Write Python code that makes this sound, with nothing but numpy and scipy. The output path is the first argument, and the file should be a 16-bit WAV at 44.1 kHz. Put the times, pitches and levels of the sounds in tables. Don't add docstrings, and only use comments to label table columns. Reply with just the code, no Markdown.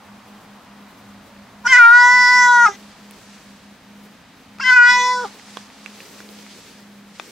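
import sys
import numpy as np
from scipy import signal
from scipy.io import wavfile
from scipy.ndimage import uniform_filter1d

SR = 44100
rng = np.random.default_rng(int(sys.argv[2]) if len(sys.argv) > 2 else 0)


def digitize_waveform(pressure):
    field = np.atleast_2d(pressure).T
    bounded = np.clip(field, -1, 1)
    quanta = np.round(bounded * 32767).astype(np.int16)
    wavfile.write(sys.argv[1], SR, quanta)


N = 322359
TIME = np.arange(N) / SR


def from_db(db):
    return 10 ** (np.asarray(db) / 20)


def in_time(rows, t):
    s, *columns = np.transpose(rows)
    return [np.interp(t, s, column) for column in columns]


def at_hz(curve, hz):
    points_hz, values = np.transpose(curve)
    return np.interp(np.log(hz), np.log(points_hz), values)


def drift(rate_hz, size=N):
    hop, settle = 16, 3000
    pole = np.exp(-2 * np.pi * rate_hz * hop / SR)
    noise = rng.standard_normal(size // hop + settle + 2)
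    slow = signal.lfilter([1], [1, -2 * pole, pole * pole], noise)[settle:]
    return np.interp(np.arange(size) / hop, np.arange(len(slow)), slow / np.sqrt(np.mean(slow ** 2)))


def panned(x, pan_db):
    return np.array([x * from_db(pan_db / 2), x * from_db(-pan_db / 2)])


# f/Hz, left-right correlation
NOISE_IMAGE = [(60, 0.96), (150, 1), (380, 0.81), (950, 0.85), (2380, 0.77), (5980, 0.32), (15000, 0.085)]


def shaped_noise(eq, gain, shimmer_db=0):
    edges = 20 * 2 ** (np.arange(30) / 3)
    centres = np.sqrt(edges[:-1] * edges[1:])
    weights = from_db(at_hz(eq, centres))
    weights *= np.sqrt(SR / 2 / np.sum(weights ** 2 * np.diff(edges)))
    swells = [from_db(shimmer_db * drift(5)) for _ in range(5)]
    white, out = rng.standard_normal((2, 2, N)), 0
    for k, alike in enumerate(at_hz(NOISE_IMAGE, centres)):
        bandpass = signal.butter(2, edges[k:k + 2], "band", fs=SR, output="sos")
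        mid, side = signal.sosfilt(bandpass, white[k % 2])
        band = np.sqrt(1 + alike) * mid + np.sqrt(1 - alike) * side * [[1], [-1]]
        out += weights[k] * swells[max(k // 3 - 5, 0)] * band
    return gain * out


# f/Hz, relative level/dB
CABIN_EQ = [(15, -42), (25, -13), (133, -8), (216, 2), (267, -0.5), (360, -12.5), (553, -8), (633, -8),
            (765, -17), (1720, -9.5), (3190, -14), (3850, -15), (15600, -36)]


def cabin_bed(level_db=-52.5):
    return shaped_noise(CABIN_EQ, from_db(level_db))


# t/s, beats so far
HUM_BEATS = [(0, -.2), (.62, 3), (1.29, 5), (1.5, 6), (1.77, 7), (2.07, 8), (2.95, 12), (3.21, 13),
             (3.79, 16), (4.17, 16.93), (4.47, 17.07), (4.8, 18), (5.07, 19), (6.05, 22), (6.65, 23),
             (7.31, 24.1)]
# f/Hz, level/dB
ENGINE_TONES = [(113, -69), (176, -64), (248, -64), (272, -61)]


def engine(hum_hz=204, hum_db=-50.3, partner_gain=.85):
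    phase = 2 * np.pi * np.cumsum(hum_hz + 1.4 * drift(2.1)) / SR
    beat = np.pi * in_time(HUM_BEATS, TIME)[0]
    out = from_db(hum_db) * (np.sin(phase + beat) - partner_gain * np.sin(phase - beat))
    for hz, db in ENGINE_TONES:
        gain = from_db(db + 2.5 * drift(2.9))
        out += gain * np.sin(2 * np.pi * np.cumsum(hz + 3 * drift(4.64)) / SR)
    return np.sqrt(2) * out


# f/Hz, relative level/dB
RUMBLE_EQ = [(30, -1.5), (60, -4), (110, 4.5), (160, -4), (300, -39.5)]
WASH_EQ = [(400, -45.5), (540, -14), (640, 2.5), (900, 3.5), (1300, 1), (2200, -14), (5000, -38)]
# t/s, rumble level/dB, wash level/dB
TRAFFIC_FADERS = [(0, -62, -51.5), (.8, -68, -52.5), (1.2, -58.5, -53.5), (2.8, -63.5, -54),
                  (3.6, -65.5, -58), (4.5, -65, -57.5), (5.3, -76, -53.5), (6.2, -72, -56.5),
                  (7.31, -78, -61)]


def traffic():
    rumble_db, wash_db = in_time(TRAFFIC_FADERS, TIME)
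    return shaped_noise(RUMBLE_EQ, from_db(rumble_db)) + shaped_noise(WASH_EQ, from_db(wash_db))


# start t/s, start f/Hz, end t/s, end f/Hz, level/dB
WHINE_GLIDES = [(0, 612, 1.55, 555, -63), (.8, 730, 1.35, 715, -67), (3.3, 630, 4.2, 625, -69)]


def whines():
    out = np.zeros(N)
    for start, start_hz, end, end_hz, db in WHINE_GLIDES:
        span = np.arange(int(start * SR), int(end * SR))
        size = len(span)
        hz = np.linspace(start_hz, end_hz, size) + 9 * drift(12, size)
        swell = from_db(db + 4 * drift(11, size)) * signal.windows.tukey(size, .3)
        out[span] += np.sqrt(2) * swell * np.sin(2 * np.pi * np.cumsum(hz) / SR)
    return out


# f/Hz, relative level/dB
CLOTH_EQ = [(300, -12), (800, -11), (2000, 0), (3000, -2), (4500, -0.5), (7000, -4.5), (9000, -10),
            (12000, -23), (16000, -28)]
CREAK_EQ = [(150, -34), (300, -3), (480, -1.5), (650, -14), (1200, -22.5)]
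# peak t/s, half length/s, rustle level/dB, creak level/dB
CAT_MOVES = [(2.782, .2, -54.5, -63), (3.321, 0.23, -53, -85), (5.26, 0.16, -48, -61),
             (5.557, .09, -48.5, -68), (5.912, 0.27, -51, -79), (6.18, 0.2, -52, -53),
             (6.578, 0.17, -48.5, -55.5), (7.24, 0.075, -48, -54.5)]


def carrier_rustle(cloth_rest_db=-66, creak_rest_db=-61.5):
    cloth_power, creak_power = from_db(cloth_rest_db) ** 2, from_db(creak_rest_db) ** 2
    for peak, half_length, cloth_db, creak_db in CAT_MOVES:
        swell = np.exp(-((TIME - peak) / half_length) ** 2)
        cloth_power += from_db(cloth_db) ** 2 * swell
        creak_power += from_db(creak_db) ** 2 * swell
    cloth = shaped_noise(CLOTH_EQ, np.sqrt(cloth_power) * from_db(1.2 * drift(25)), shimmer_db=.8)
    creak = shaped_noise(CREAK_EQ, np.sqrt(creak_power) * from_db(3 * drift(8.6)))
    return cloth + creak


# t/s, hoarseness/dB re voice, level dip/dB
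SPIKES_AND_DIPS = [(1.68, -14, 0), (1.776, -18, -2), (2.664, -20, 0), (4.702, -22, 0), (4.716, -24, -4),
                   (4.756, -38, -5), (5.124, -26, 0)]


def spikes_and_dips(t, half_length_s=.007):
    times, hoarse_db, dip_db = np.transpose(SPIKES_AND_DIPS)
    pulses = np.exp(-((t[:, None] - times) / half_length_s) ** 2)
    return pulses @ from_db(hoarse_db), pulses @ dip_db


def hoarseness(t, rasp_end, crumble_start, floor_db=-36, fade_s=.006):
    catch = from_db(-8) * np.exp(-(t - t[0]) / .012)
    rasp = from_db(-26) * (1 - np.tanh((t - rasp_end) / fade_s)) / 2
    closing_s = t - crumble_start
    crumble = from_db(-23 + 220 * closing_s) * (1 + np.tanh(closing_s / fade_s)) / 2
    return from_db(floor_db) + catch + rasp + crumble


def formant(hz, centre_hz, width_hz):
    return 1 / (1 + ((hz - centre_hz) / width_hz) ** 2) ** 2


# t/s, pitch f/Hz, effort/dB, first formant f/Hz, second f/Hz,
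# second level/dB re first, middle fader/dB, upper f/Hz, upper fader/dB (both faders ride on effort)
MOUTH_MOVES = [
    [(1.638, 505, -52, 1130, 2580, -21, -24, 5570, -9),
     (1.654, 478.3, -22, 1200, 2500, -21, -24, 5570, -23),
     (1.668, 474.6, -15.5, 1320, 2260, -18, -32, 5700, -6),
     (1.682, 521.5, -19, 1990, 3380, -28, -25, 5100, -4.5),
     (1.72, 521.6, -8.5, 1950, 2870, -25, -22.5, 5600, -20.5),
     (1.735, 494.6, 4.5, 1900, 2700, -27, -32, 5500, -15),
     (1.762, 485, 4, 1780, 2350, -15.5, -21.5, 5250, -25.5),
     (1.776, 511, -1, 1780, 2120, 3, -23, 5750, -17), (1.795, 481, -3, 1520, 2200, -5, -26, 4500, -23),
     (1.84, 465.2, 14, 1480, 2250, -10.5, -26.5, 4300, -36), (1.9, 468, 5, 1475, 2100, -29, -24, 4300, -45),
     (1.93, 479.6, 3, 1420, 2074, -4, -30, 4400, -22), (1.99, 488.3, 0.5, 1261, 1996, -4.5, -26, 4580, -18),
     (2.06, 488.8, -12, 1087, 1854, 2, -17, 6000, -15), (2.16, 496.3, -19, 1063, 1853, 12, -20.5, 5090, -2),
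     (2.28, 490.9, -17.5, 1130, 1860, 7.5, -18, 5200, -1.5),
     (2.32, 496.5, -16.5, 1140, 1890, 6.5, -27, 5183, -3),
     (2.45, 491, -12.5, 1158, 1980, -1.5, -24.5, 5870, -8),
     (2.5, 489.2, -10.5, 1140, 1705, -10.5, -20, 5750, -23.5),
     (2.65, 473, -11, 1228, 2020, -8.5, -33, 6120, -21),
     (2.665, 422.5, -13, 1250, 2020, -15, -30, 5554, -13.5),
     (2.678, 417, -20.5, 1200, 1950, 4, -20, 5500, -15),
     (2.692, 405.4, -20.5, 420, 1529, -11.5, -36, 5910, -12.5),
     (2.72, 396, -32, 396, 1870, -6, -17, 6130, -10), (2.76, 401.6, -47, 420, 1850, 8, 6, 6000, 3)],
    [(4.596, 518, -39, 1280, 2140, -10, -30, 4960, -14),
     (4.602, 443, -27.5, 1360, 2200, -13, -30, 4900, -1.5),
     (4.61, 543, -32, 1300, 2400, 17.5, -21, 5070, 2), (4.63, 543, -27.5, 1500, 2700, -2, -19, 5000, 1),
     (4.644, 495, -21, 1920, 3150, -26, -18, 4840, -12.5),
     (4.662, 513.6, -14, 1900, 3080, -26, -19, 5000, -16),
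     (4.7, 508.6, -8, 1825, 2910, -24.5, -21, 4880, -23),
     (4.716, 496, -7.5, 1680, 2640, -33, -25, 4700, -16),
     (4.745, 503.7, -11, 1730, 2460, -14.5, -19, 5200, -21),
     (4.8, 484.5, -2.5, 1586, 2220, -4.5, -38, 4800, -34),
     (4.85, 486.7, -5, 1460, 2114, 6, -20, 4900, -16.5),
     (4.92, 493.5, -18, 1142, 2144, 10.5, -3.5, 5140, -3.5),
     (5.01, 493.8, -17, 820, 2163, 3.5, -4, 6120, -9), (5.1, 500, -16.5, 870, 2134, -7, -16, 4900, -11.5),
     (5.22, 491.7, -20.5, 674, 1275, -15.5, -23.5, 5320, -18.5),
     (5.24, 478, -20.5, 560, 1396, -17, -26, 5300, -21), (5.253, 405, -19, 524, 1200, -23, -22, 5350, -33),
     (5.285, 379, -54, 400, 1500, 10, -1, 5500, -19)],
]
# rasp end t/s, crumble start t/s, sheen level/dB re upper fader, start pan/dB, end pan/dB
MEOW_SETTINGS = [(1.762, 2.689, -42, 0, 1), (4.688, 5.192, -48, 2, 0)]
LOW_PARTIALS = [-9.5, 1.5, 5.5, -0.5, -2, 13]
# f/Hz, relative level/dB
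REEDY_EQ = [(3000, -16), (5500, -9.5), (7300, -9.5), (8200, -20), (9400, -19.5), (10500, -32.5),
            (12500, -34), (16000, -50.5)]


def meow(mouth, rasp_end, crumble_start, sheen_db, start_pan_db, end_pan_db):
    span = np.arange(int(mouth[0][0] * SR), int(mouth[-1][0] * SR))
    t, size = span / SR, len(span)
    pitch, effort_db, first_hz, second_hz, second_db, middle_db, upper_hz, upper_db = in_time(mouth, t)
    rough_spikes, dip_db = spikes_and_dips(t)
    hoarse = hoarseness(t, rasp_end, crumble_start) + rough_spikes
    phase = 2 * np.pi * np.cumsum(pitch * (1 + .0015 * drift(40, size))) / SR
    voice = 0
    for k in range(1, 31):
        hz = k * pitch
        if k <= len(LOW_PARTIALS):
            gain = formant(hz, first_hz, 350) + from_db(second_db) * formant(hz, second_hz, 253)
            gain *= from_db(LOW_PARTIALS[k - 1])
            gain += from_db(-14.5) * formant(hz, 1080, 230)
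        else:
            gain = from_db(middle_db - 10) * formant(hz, 3327, 1500)
            gain += from_db(upper_db - 8.5) * formant(hz, upper_hz, 654)
            gain += from_db(-17 + .41 * upper_db + at_hz(REEDY_EQ, hz))
            gain += from_db(upper_db + sheen_db) * formant(hz, 13600, 600)
            gain *= from_db(1.5 * drift(5, size) + 1.5 * drift(30, size))
        shake = np.minimum(hoarse * (k / 3) ** 1.25, 3)
        along, across = shake * [drift(300, size), drift(300, size)]
        angle = k * phase + 2 * np.pi * rng.random()
        angle = angle + .18 * k ** .33 * drift(.8, size) * [[1], [-1]]
        partial = (1 + along) * np.sin(angle) + across * np.cos(angle)
        voice += gain * partial / np.sqrt(1 + 2 * shake ** 2)
    envelope = np.sqrt(2) * from_db(effort_db + dip_db)
    out = np.zeros((2, N))
    out[:, span] = voice * panned(envelope, np.linspace(start_pan_db, end_pan_db, size))
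    return out


def ring(clicks, hz, t60):
    radius, step = from_db(-60 / (t60 * SR)), 2 * np.pi * hz / SR
    return signal.lfilter([0, np.sin(step)], [1, -2 * radius * np.cos(step), radius ** 2], clicks)


# f/Hz, relative level/dB, t60/s
FRAME_MODES = [(460, -17, .025), (880, -14, .01), (1600, -6, .008), (2500, -2, .009), (3400, -1, .005),
               (5500, -5, .003)]
# t/s, body peak level/dB, knock f/Hz, snap f/Hz, crack level/dB re body, pan/dB
TICK_CUES = [(3.11, -30.5, 1109, 3070, 8.5, 0.0), (4.586, -27, 2100, 4400, -11, 1.0),
             (5.397, -29.5, 1130, 2120, -19, -7), (5.571, -15, 1070, 3200, -13, -5.5),
             (5.702, -30, 869, 2120, -17, 0.5), (5.861, -18.5, 1570, 2630, -24, -9),
             (6.004, -26.5, 503, 2440, -15, -1), (6.152, -45, 305.4, 2300, -11, 5),
             (6.204, -24, 1480, 1970, -29, -3), (6.29, -34, 484, 4200, -13, -14),
             (6.389, -33, 505, 4050, -10, -17), (6.465, -29.5, 1590, 2180, -21, 5),
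             (7.198, -13.5, 1200, 2476, -24, 6)]


def carrier_ticks(knock_cycles=10, snap_cycles=12, snap_db=4, frame_db=-5):
    out, size = np.zeros((2, N)), SR // 10
    low_cut = signal.butter(2, 420, "high", fs=SR, output="sos")
    for s, db, knock_hz, snap_hz, crack_db, pan_db in TICK_CUES:
        burst = .3 * rng.standard_normal(size) * np.exp(-np.arange(size) / (.0015 * SR))
        burst[0] = 2
        knock = ring(burst, knock_hz, knock_cycles / knock_hz)
        snap = ring(burst, snap_hz, snap_cycles / snap_hz)
        frame = sum(from_db(mode_db + rng.normal(0, 3)) * ring(burst, hz, t60)
                    for hz, mode_db, t60 in FRAME_MODES)
        body = signal.sosfilt(low_cut, knock + from_db(snap_db) * snap + from_db(frame_db) * frame)
        crack = np.diff(burst, prepend=0)
        hit = body / np.abs(body).max() + from_db(crack_db) * crack / np.abs(crack).max()
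        start = round(s * SR)
        out[:, start:start + size] += panned(from_db(db) * hit, pan_db)[:, :N - start]
    return out


def cabin_echo(x, t60_s=.12, level_db=-14, predelay_s=.003):
    t = np.arange(SR // 4) / SR
    tail = rng.standard_normal((2, len(t))) * from_db(-60 * t / t60_s) * (t > predelay_s)
    tail /= np.sqrt(np.sum(tail ** 2, 1, keepdims=True))
    return from_db(level_db) * signal.fftconvolve(x, tail, axes=1)[:, :N]


def scene():
    meows = sum(meow(mouth, *settings) for mouth, settings in zip(MOUTH_MOVES, MEOW_SETTINGS))
    near = meows + carrier_ticks()
    return near + cabin_echo(near) + cabin_bed() + engine() + traffic() + whines() + carrier_rustle()


def record(dry, limit_db=-.3, release_db_per_s=220):
    level_db = 20 * np.log10(np.abs(dry).max(0) + 1e-9)
    release_db = release_db_per_s * TIME
    held_db = np.maximum.accumulate(level_db + release_db) - release_db
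    reduction_db = uniform_filter1d(np.maximum(held_db - limit_db, 0), size=201)
    low_cut = signal.butter(2, 30, "high", fs=SR, output="sos")
    high_cut = signal.ellip(12, .5, 80, 15770, fs=SR, output="sos")
    limited = dry * from_db(-reduction_db)
    return np.clip(signal.sosfilt(high_cut, signal.sosfilt(low_cut, limited)), -1, 1)


dry = scene()
out = record(dry)
digitize_waveform(out)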